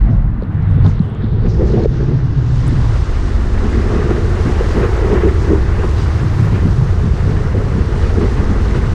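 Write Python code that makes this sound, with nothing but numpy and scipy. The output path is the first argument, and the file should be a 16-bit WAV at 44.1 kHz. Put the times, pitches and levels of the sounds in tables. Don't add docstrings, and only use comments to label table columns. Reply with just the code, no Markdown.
import sys
import numpy as np
from scipy import signal
from scipy.fft import rfft, irfft, next_fast_len
from scipy.io import wavfile
from scipy.ndimage import uniform_filter1d, minimum_filter1d

SR = 44100
rng = np.random.default_rng(int(sys.argv[2]) if len(sys.argv) > 2 else 0)


def unload_audio(sound):
    columns = np.transpose(np.atleast_2d(sound))
    steps = np.round(np.clip(columns, -1, 1) * 32767)
    wavfile.write(sys.argv[1], SR, steps.astype(np.int16))


N = 394254

# f/Hz, relative level/dB
BREAKER_COLOUR = [(450, -16), (680, -4.5), (900, -7.5), (1500, -11), (2400, -31.5)]
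RUSH_COLOUR = [(280, -20.5), (450, 6), (650, -3), (1100, -1), (1500, -4), (1980, -6), (2280, -12),
               (2900, -16), (3600, -21), (6000, -51.5)]
SPRAY_COLOUR = [(1900, -18.5), (2700, 2), (3200, 2), (3650, 3), (5000, 1), (6200, -1.5), (7300, -5.5),
                (9000, -9), (11000, -15), (15000, -26)]
GURGLE_COLOUR = [(130, -11), (175, 0.5), (220, 1.5), (270, -5.5), (340, -10), (600, -54.5)]
DRUM_COLOUR = [(220, 0), (330, 4.5), (490, -3), (590, -4), (900, -8.5), (1800, -18)]
RUMBLE_COLOUR = [(15, -6.5), (28, -2.5), (43, -1), (60, 1.5), (80, -6), (130, -24)]
BUFFET_COLOUR = [(35, -20), (60, -3.5), (160, 6), (205, -23), (400, -18.5)]
SPATTER_COLOUR = [(3000, -7.5), (4500, 1.5), (8500, -5), (11000, -11.5), (15000, -20)]
PORT_SIZZLE_COLOUR = [(9000, -7), (11300, -1), (12400, 0), (14000, -6.5), (15500, -16)]

# t/s, base corner f/Hz
FILM_CORNER = [(0, 4300), (.55, 3600), (.82, 3560), (.88, 5630), (.95, 3900), (1.05, 3070), (1.17, 3150),
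               (1.25, 3840), (1.38, 3730), (1.6, 6350), (2.3, 5850), (2.7, 8400), (4.7, 9300), (8.94, 9140)]
# t/s, level/dB
SPATTER_LEVEL = [(.65, -70), (.87, -64), (1.05, -66), (1.2, -71.5)]
# t/s, level/dB
SIZZLE_LEVEL = [(2.3, -86), (3.9, -77), (4.8, -65), (5.55, -72), (6.45, -65), (6.95, -72)]
# t/s, rush base level/dB, spray base level/dB
WHITEWATER_LEVELS = [(0, -40.5, -56), (0.33, -43.5, -63), (0.8, -36, -52.5), (1.1, -41.5, -50),
                     (1.4, -42, -51.5), (1.8, -38, -44.5), (1.95, -36.5, -46.5), (2.3, -41, -50.5),
                     (2.7, -32.5, -43), (3.22, -33.5, -42.5), (3.42, -32, -44.5), (3.9, -29.5, -41.5),
                     (4.3, -30.5, -42), (4.72, -28, -40), (5.1, -28, -43), (5.38, -32, -43),
                     (5.5, -32, -46), (6.02, -30, -42), (7.1, -34.5, -45.5), (7.33, -31, -42.5),
                     (7.52, -33, -45.5), (8.1, -31, -42.5), (8.94, -31, -42.5)]
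# start t/s, crest rms level/dB ahead of the film, centre f/Hz, width/Hz, swell/s
NOSE_SPLASHES = [(.03, -34.5, 640, 216, 0.074), (.085, -59, 4900, 2500, 0.035),
                 (.838, -27.5, 520, 800, 0.022), (.833, -43.5, 3280, 1800, .03),
                 (0.86, -52, 4900, 2600, .04), (0.885, -43.5, 1700, 1500, 0.021),
                 (1.21, -50, 3690, 900, 0.022), (1.445, -36.5, 887, 1400, 0.015),
                 (1.474, -45, 4900, 2000, 0.03), (1.65, -47.5, 5000, 2400, 0.033),
                 (1.76, -29, 630, 200, 0.022), (1.825, -48, 4500, 2400, 0.011), (3.88, -32, 780, 800, .055),
                 (5.115, -37, 1100, 1381, 0.021), (5.281, -29, 1600, 1000, .007),
                 (5.36, -44.5, 4650, 3000, 0.064), (5.826, -25.5, 560, 697, 0.011),
                 (5.95, -41, 3850, 2490, 0.045), (6.205, -31, 1300, 902, 0.006),
                 (6.51, -34, 1500, 1400, 0.041), (8.2, -31.5, 1200, 1390, 0.018),
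                 (8.735, -35, 1300, 1700, 0.026)]
# t/s, peak level/dB, ring f/Hz
PORT_DROPS = [(.423, -40, 4350), (.435, -39, 3900), (.625, -47, 5350), (.846, -36, 4250), (.864, -27, 3574),
              (.914, -43, 6500), (.994, -30, 3970), (1.099, -47, 8500), (1.150, -45, 7000),
              (1.243, -32, 3750), (1.545, -35, 5670), (1.837, -32, 4300), (2.669, -30, 7790),
              (2.680, -24.5, 9150)]
# t/s, peak level/dB, ring f/Hz, t60/s
CASE_KNOCKS = [(.423, -14, 450, 0.01), (1.000, 2, 176, 0.029), (1.598, -19, 450, 0.031),
               (1.616, -11.5, 430, 0.035), (1.631, -8, 355, 0.057), (1.700, -14, 435, 0.032),
               (1.735, -11, 418, 0.045), (1.846, -16, 559, 0.018), (1.856, -2.5, 430, 0.018),
               (4.607, -11, 464, 0.051), (5.045, -9.5, 403.3, 0.032), (5.232, -5, 408, 0.058),
               (5.516, -8, 323, 0.028), (5.530, -3, 388, 0.031)]
# t/s, deep turbulence base level/dB, eddy base level/dB
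WIND_LEVELS = [(0, -12.5, -18.5), (0.28, -15, -18.5), (0.44, -24, -27), (0.58, -26, -14),
               (0.85, -11, -12.5), (1.1, -31.5, -23.5), (1.35, -17.5, -15.5), (1.75, -16, -17),
               (1.98, -18.5, -17.5), (2.38, -20, -15), (2.84, -15.5, -15), (3.1, -15, -21),
               (4, -16.5, -19.5), (4.6, -18, -17), (5.6, -16, -18), (6.35, -23.5, -14.5), (6.8, -16, -16),
               (7.5, -19, -17), (8.94, -15, -19.5)]
# t/s, f/Hz
EDDY_RATE = [(0, 121.6), (.35, 99.9), (1.5, 104.6), (1.9, 124.9), (2.85, 116.8), (3.1, 79.66), (3.6, 88.3),
             (6.07, 70), (6.26, 94.98), (6.53, 103.9), (6.6, 72.2), (6.78, 127.5), (6.92, 81.86), (7.5, 88)]
# t/s, shift/dB
EDDY_GUSTS = [(.13, 7), (1.54, 3), (6.04, 5), (6.81, 4.5), (8.77, 3)]
# t/s, gurgle base level/dB, drumming base level/dB
CHOP_LEVELS = [(0, -28.5, -49), (0.35, -26.5, -43.5), (1.1, -30.5, -35.5), (1.65, -24.5, -22),
               (2.35, -31, -42), (3.05, -34.5, -30), (3.4, -28, -30), (4.1, -27, -19.5), (4.6, -29, -24.5),
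               (5.05, -31, -19.5), (5.75, -29, -25.5), (6.4, -29, -27.5), (7.1, -26.5, -28),
               (8.05, -28, -24.5), (8.94, -25, -25.5)]
# crest t/s, half length/s, gurgle level/dB, drumming level/dB
HULL_SLAPS = [(0.11, 0.07, -17.5, -42), (0.779, 0.019, -17, -28), (0.869, 0.045, -17, -29.5),
              (1.239, 0.022, -13.5, -34), (1.466, 0.025, -13.5, -23), (1.611, 0.038, -20, -14.5),
              (1.77, 0.08, -15, -16), (2.02, 0.043, -27.5, -22.5), (2.112, 0.052, -19.5, -22.5),
              (2.73, 0.14, -22, -45), (3.654, 0.037, -19, -26.5), (3.763, 0.099, -20, -27),
              (3.966, 0.084, -21, -20.5), (4.106, 0.022, -21, -17), (4.482, 0.042, -14, -26),
              (4.769, 0.047, -14.5, -19), (4.828, 0.062, -22, -14), (5.127, 0.078, -18.5, -15),
              (5.263, 0.037, -16, -12), (5.515, 0.073, -16.5, -14), (5.846, 0.019, -20.5, -19.5),
              (6.236, 0.021, -22, -43), (6.407, 0.024, -16.5, -28), (6.546, 0.042, -15, -24.5),
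              (6.662, 0.036, -9, -27), (7.059, 0.043, -17.5, -31), (7.307, 0.068, -21, -32),
              (7.574, .06, -19.5, -22), (7.776, 0.06, -18, -27), (8.196, 0.042, -16.5, -18),
              (8.238, 0.037, -20, -16), (8.402, .035, -19.5, -29), (8.512, 0.06, -18, -33),
              (8.765, 0.036, -34, -22)]
# t/s, f/Hz (used as a ratio to its mean)
POCKET_PITCH = [(.8, 214.7), (1.5, 199.6), (2.3, 290.4), (2.8, 265.6), (4.5, 225.2), (6.7, 194.5),
                (8.3, 230.8)]
# f/Hz, width/Hz, level/dB
HULL_MODES = [(345.5, 50.4, -1.5), (422, 52.7, 2), (468, 52, 0), (640, 450, -14.5)]
# t/s, f/Hz (used as a ratio to its mean)
HULL_TUNING = [(1.7, 438.8), (2.3, 389.8), (4.8, 434.5), (5.52, 386.2), (5.85, 428.8), (6.1, 379.9),
               (7.6, 454.7), (8.25, 420.1)]


def from_db(db):
    return 10 ** (np.asarray(db) / 20)


def rms_one(x):
    return x / np.sqrt(np.mean(x ** 2) + 1e-20)


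def in_time(rows):
    s, *columns = np.transpose(rows)
    return [np.interp(np.arange(N) / SR, s, c) for c in columns]


def bell(t, crest_s, half_s):
    return np.exp(-2 * ((t - crest_s) / half_s) ** 2)


def drift(rate_hz):
    step = 40
    pole = np.exp(-2 * np.pi * rate_hz * step / SR)
    noise = rng.standard_normal(N // step + 2002)
    slow = signal.lfilter([1], [1, -2 * pole, pole * pole], noise)[2000:]
    return np.interp(np.arange(N) / step, np.arange(len(slow)), rms_one(slow))


def wandering_band(centre_hz, width_hz):
    phase = 2 * np.pi * np.cumsum(centre_hz * np.ones(N)) / SR
    return rms_one(drift(width_hz) * np.cos(phase) + drift(width_hz) * np.sin(phase))


def coloured(x, colour):
    hz, db = np.transpose(colour)
    size = next_fast_len(N)
    log_hz = np.log(np.arange(size // 2 + 1) * SR / size + 1)
    beyond = np.maximum(np.log(hz[0]) - log_hz, 0) + np.maximum(log_hz - np.log(hz[-1]), 0)
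    gain = from_db(np.interp(log_hz, np.log(hz), db) - 40 * beyond)
    return rms_one(irfft(rfft(x, size) * gain, size)[:N])


def steadied(x, span_s):
    size = max(int(span_s * SR), 2)
    power = uniform_filter1d(uniform_filter1d(x ** 2, size), size)
    return x / np.sqrt(np.maximum(power, 1e-9))


def retuned(x, pitch_curve):
    hz, = in_time(pitch_curve)
    return np.interp(np.cumsum(hz / hz.mean()) % N, np.arange(N), x)


def resonance(x, hz, width_hz):
    r = np.exp(-np.pi * width_hz / SR)
    feedback = [1, -2 * r * np.cos(2 * np.pi * hz / SR), r * r]
    return signal.lfilter(np.array([1, 0, -1]) * (1 - r * r) / 2, feedback, x + 1e-18)


def grains(per_s, spread_db):
    sizes = from_db(spread_db * np.minimum(rng.exponential(1, N), 4)) * rng.choice([-1, 1], N)
    return sizes * (rng.random(N) < per_s / SR)


def foam(per_s, spread_db, low_hz, high_hz, cycles, patchy_db, sizes=16):
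    clicks, size_of_click = grains(per_s, spread_db), rng.integers(0, sizes, N)
    out = 0
    for k, hz in enumerate(np.geomspace(low_hz, high_hz, sizes)):
        rings = resonance(clicks * (size_of_click == k), hz, 2 * hz / cycles)
        out = out + np.sqrt(hz) * rms_one(rings) * from_db(patchy_db * drift(12.5))
    return rms_one(out)


def wet_port(x, corner_ratio=1, steepness=3.95, leak_db=-40, ring_db=6, ring_octaves=0.22):
    hz, s, frames = signal.stft(x, SR, nperseg=256)
    base_hz = np.interp(s, *np.transpose(FILM_CORNER))
    ratio = (hz[:, None] + 1) / (corner_ratio * base_hz)
    thickness = (base_hz.min() / base_hz) ** 2
    ring = from_db(ring_db * thickness * np.exp(-(np.log2(ratio) / ring_octaves) ** 2))
    gain = ring / np.hypot(1, ratio ** steepness) + from_db(leak_db)
    return signal.istft(frames * gain, SR)[1][:N]


def slap_gains():
    t, power = np.arange(0, N, 40) / SR, 0
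    for s, half_s, gurgle_db, drum_db in HULL_SLAPS:
        power = power + (from_db([[gurgle_db], [drum_db]]) * bell(t, s, half_s)) ** 2
    return [np.interp(np.arange(N) / SR, t, np.sqrt(p)) for p in power]


def dip(start_s=1.858, fall_s=0.005, depth_db=-12, recovery_s=0.03):
    since = np.maximum(np.arange(N) / SR - start_s, 0)
    return from_db(depth_db * np.minimum(since / fall_s, 1) * np.exp(-since / recovery_s))


def far_breakers(level_db=-42):
    return from_db(level_db) * coloured(rng.standard_normal(N), BREAKER_COLOUR)


def spatter():
    level_db, = in_time(SPATTER_LEVEL)
    ticks = grains(per_s=950, spread_db=2) * from_db(2.4 * drift(8))
    return from_db(level_db) * coloured(ticks, SPATTER_COLOUR)


def sizzle():
    level_db, = in_time(SIZZLE_LEVEL)
    ticks = coloured(grains(per_s=9000, spread_db=3), PORT_SIZZLE_COLOUR)
    return from_db(level_db + 0.9 * drift(12)) * ticks


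def whitewater(trim_db=0.5, churn_db=3):
    level_db, _ = in_time(WHITEWATER_LEVELS)
    _, slap = slap_gains()
    bubbles = foam(per_s=7000, spread_db=1.5, low_hz=450, high_hz=2914, cycles=16.4, patchy_db=2)
    rush = coloured(rng.standard_normal(N) + from_db(-4) * bubbles, RUSH_COLOUR)
    rush = wet_port(rush * from_db(drift(21)), corner_ratio=0.75, ring_db=2.5)
    return from_db(level_db + trim_db + churn_db * slap / slap.max()) * rush


def spray(trim_db=-0.33):
    _, level_db = in_time(WHITEWATER_LEVELS)
    droplets = foam(per_s=13000, spread_db=2.5, low_hz=2400, high_hz=14300, cycles=5.6, patchy_db=3.5)
    fizz = coloured(rng.standard_normal(N) + from_db(-3) * droplets, SPRAY_COLOUR)
    return from_db(level_db + trim_db + 0.5 * drift(4.5)) * steadied(wet_port(fizz), span_s=0.24)


def splashes():
    out, t = np.zeros(N), np.arange(SR // 3) / SR
    shower = grains(per_s=5000, spread_db=2.5)
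    for s, db, hz, width_hz, swell_s in NOSE_SPLASHES:
        span = slice(int(s * SR), int(s * SR) + len(t))
        low_hz = np.hypot(hz, width_hz / 2) - width_hz / 2
        band = signal.butter(2, [low_hz, low_hz + width_hz], "band", fs=SR, output="sos")
        drops = steadied(signal.sosfilt(band, shower[span]), span_s=0.04)
        envelope = (t / swell_s * np.exp(1 - t / swell_s)) ** 2
        out[span] += from_db(db) * envelope[:len(drops)] * drops
    return wet_port(out, corner_ratio=1.42)


def knocks(blows):
    out, t = np.zeros(N), np.arange(SR // 5) / SR
    for s, db, hz, t60 in blows:
        onset = (1 - np.exp(-t * hz)) ** 2
        ring = np.sin(2 * np.pi * hz * t) * from_db(-60 * t / t60) * onset
        start = int(s * SR)
        out[start:start + len(t)] += (from_db(db) * ring / np.abs(ring).max())[:N - start]
    return out


def droplet_pops(cycles=16):
    return knocks([(s, db, hz, cycles / hz) for s, db, hz in PORT_DROPS])


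def wind(deep_trim_db=1.75, eddy_trim_db=1.4, shudder_hz=42.7, shudder_until_s=0.57):
    deep_db, eddy_db = in_time(WIND_LEVELS)
    eddy_hz, = in_time(EDDY_RATE)
    t = np.arange(N) / SR
    rumble = steadied(coloured(rng.standard_normal(N), RUMBLE_COLOUR), span_s=0.076)
    large = wandering_band(eddy_hz, width_hz=16)
    small = from_db(-10) * wandering_band(1.4 * eddy_hz, width_hz=26)
    buffet = steadied(coloured(large + small, BUFFET_COLOUR), span_s=0.089)
    shudder = steadied(wandering_band(shudder_hz, width_hz=1.56), span_s=0.041)
    shudder_share = 0.47 * np.clip(10 * (shudder_until_s - t), 0, 1)
    deep = np.sqrt(1 - shudder_share) * rumble + np.sqrt(shudder_share) * shudder
    gust_db = sum(db * bell(t, s, half_s=0.038) for s, db in EDDY_GUSTS)
    swing_db = 1.4 * drift(6.5) - gust_db
    deep_gain = from_db(deep_db + deep_trim_db + swing_db)
    return deep_gain * deep + from_db(eddy_db + eddy_trim_db - swing_db) * buffet


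def surfboard(drum_trim_db=-2.5, gurgle_trim_db=1.5, uneven_db=0.87):
    gurgle_db, drum_db = in_time(CHOP_LEVELS)
    slap_gurgle, slap_drum = slap_gains()
    chop = grains(per_s=900, spread_db=3.5)
    modes = sum((-1) ** k * from_db(db) * resonance(chop, hz, width_hz)
                for k, (hz, width_hz, db) in enumerate(HULL_MODES))
    drum = steadied(retuned(coloured(modes, DRUM_COLOUR), HULL_TUNING), span_s=0.076)
    pockets = coloured(grains(per_s=700, spread_db=4), GURGLE_COLOUR)
    gurgle = steadied(retuned(pockets, POCKET_PITCH), span_s=0.056)
    drum_gain = np.hypot(from_db(drum_db + drum_trim_db), slap_drum)
    gurgle_gain = np.hypot(from_db(gurgle_db + gurgle_trim_db), slap_gurgle)
    return from_db(uneven_db * drift(4.7)) * (drum_gain * drum + gurgle_gain * gurgle)


def scene():
    air = wind()
    water = surfboard() + far_breakers() + whitewater() + spray() + sizzle()
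    hits = splashes() + spatter() + knocks(CASE_KNOCKS) + droplet_pops()
    return (air + dip() * water + hits)[None]


def record(dry, ceiling=0.92, stopband_hz=16000):
    size = SR // 150
    gain = np.minimum(1, ceiling / (np.abs(dry) + 1e-9))
    gain = uniform_filter1d(minimum_filter1d(gain, size), size)
    ends = np.minimum(1, np.minimum(np.arange(N), np.arange(N)[::-1]) / size)
    return signal.sosfilt(signal.cheby2(14, 70, stopband_hz, fs=SR, output="sos"), dry * gain * ends)


dry = scene()
out = record(dry)
unload_audio(out)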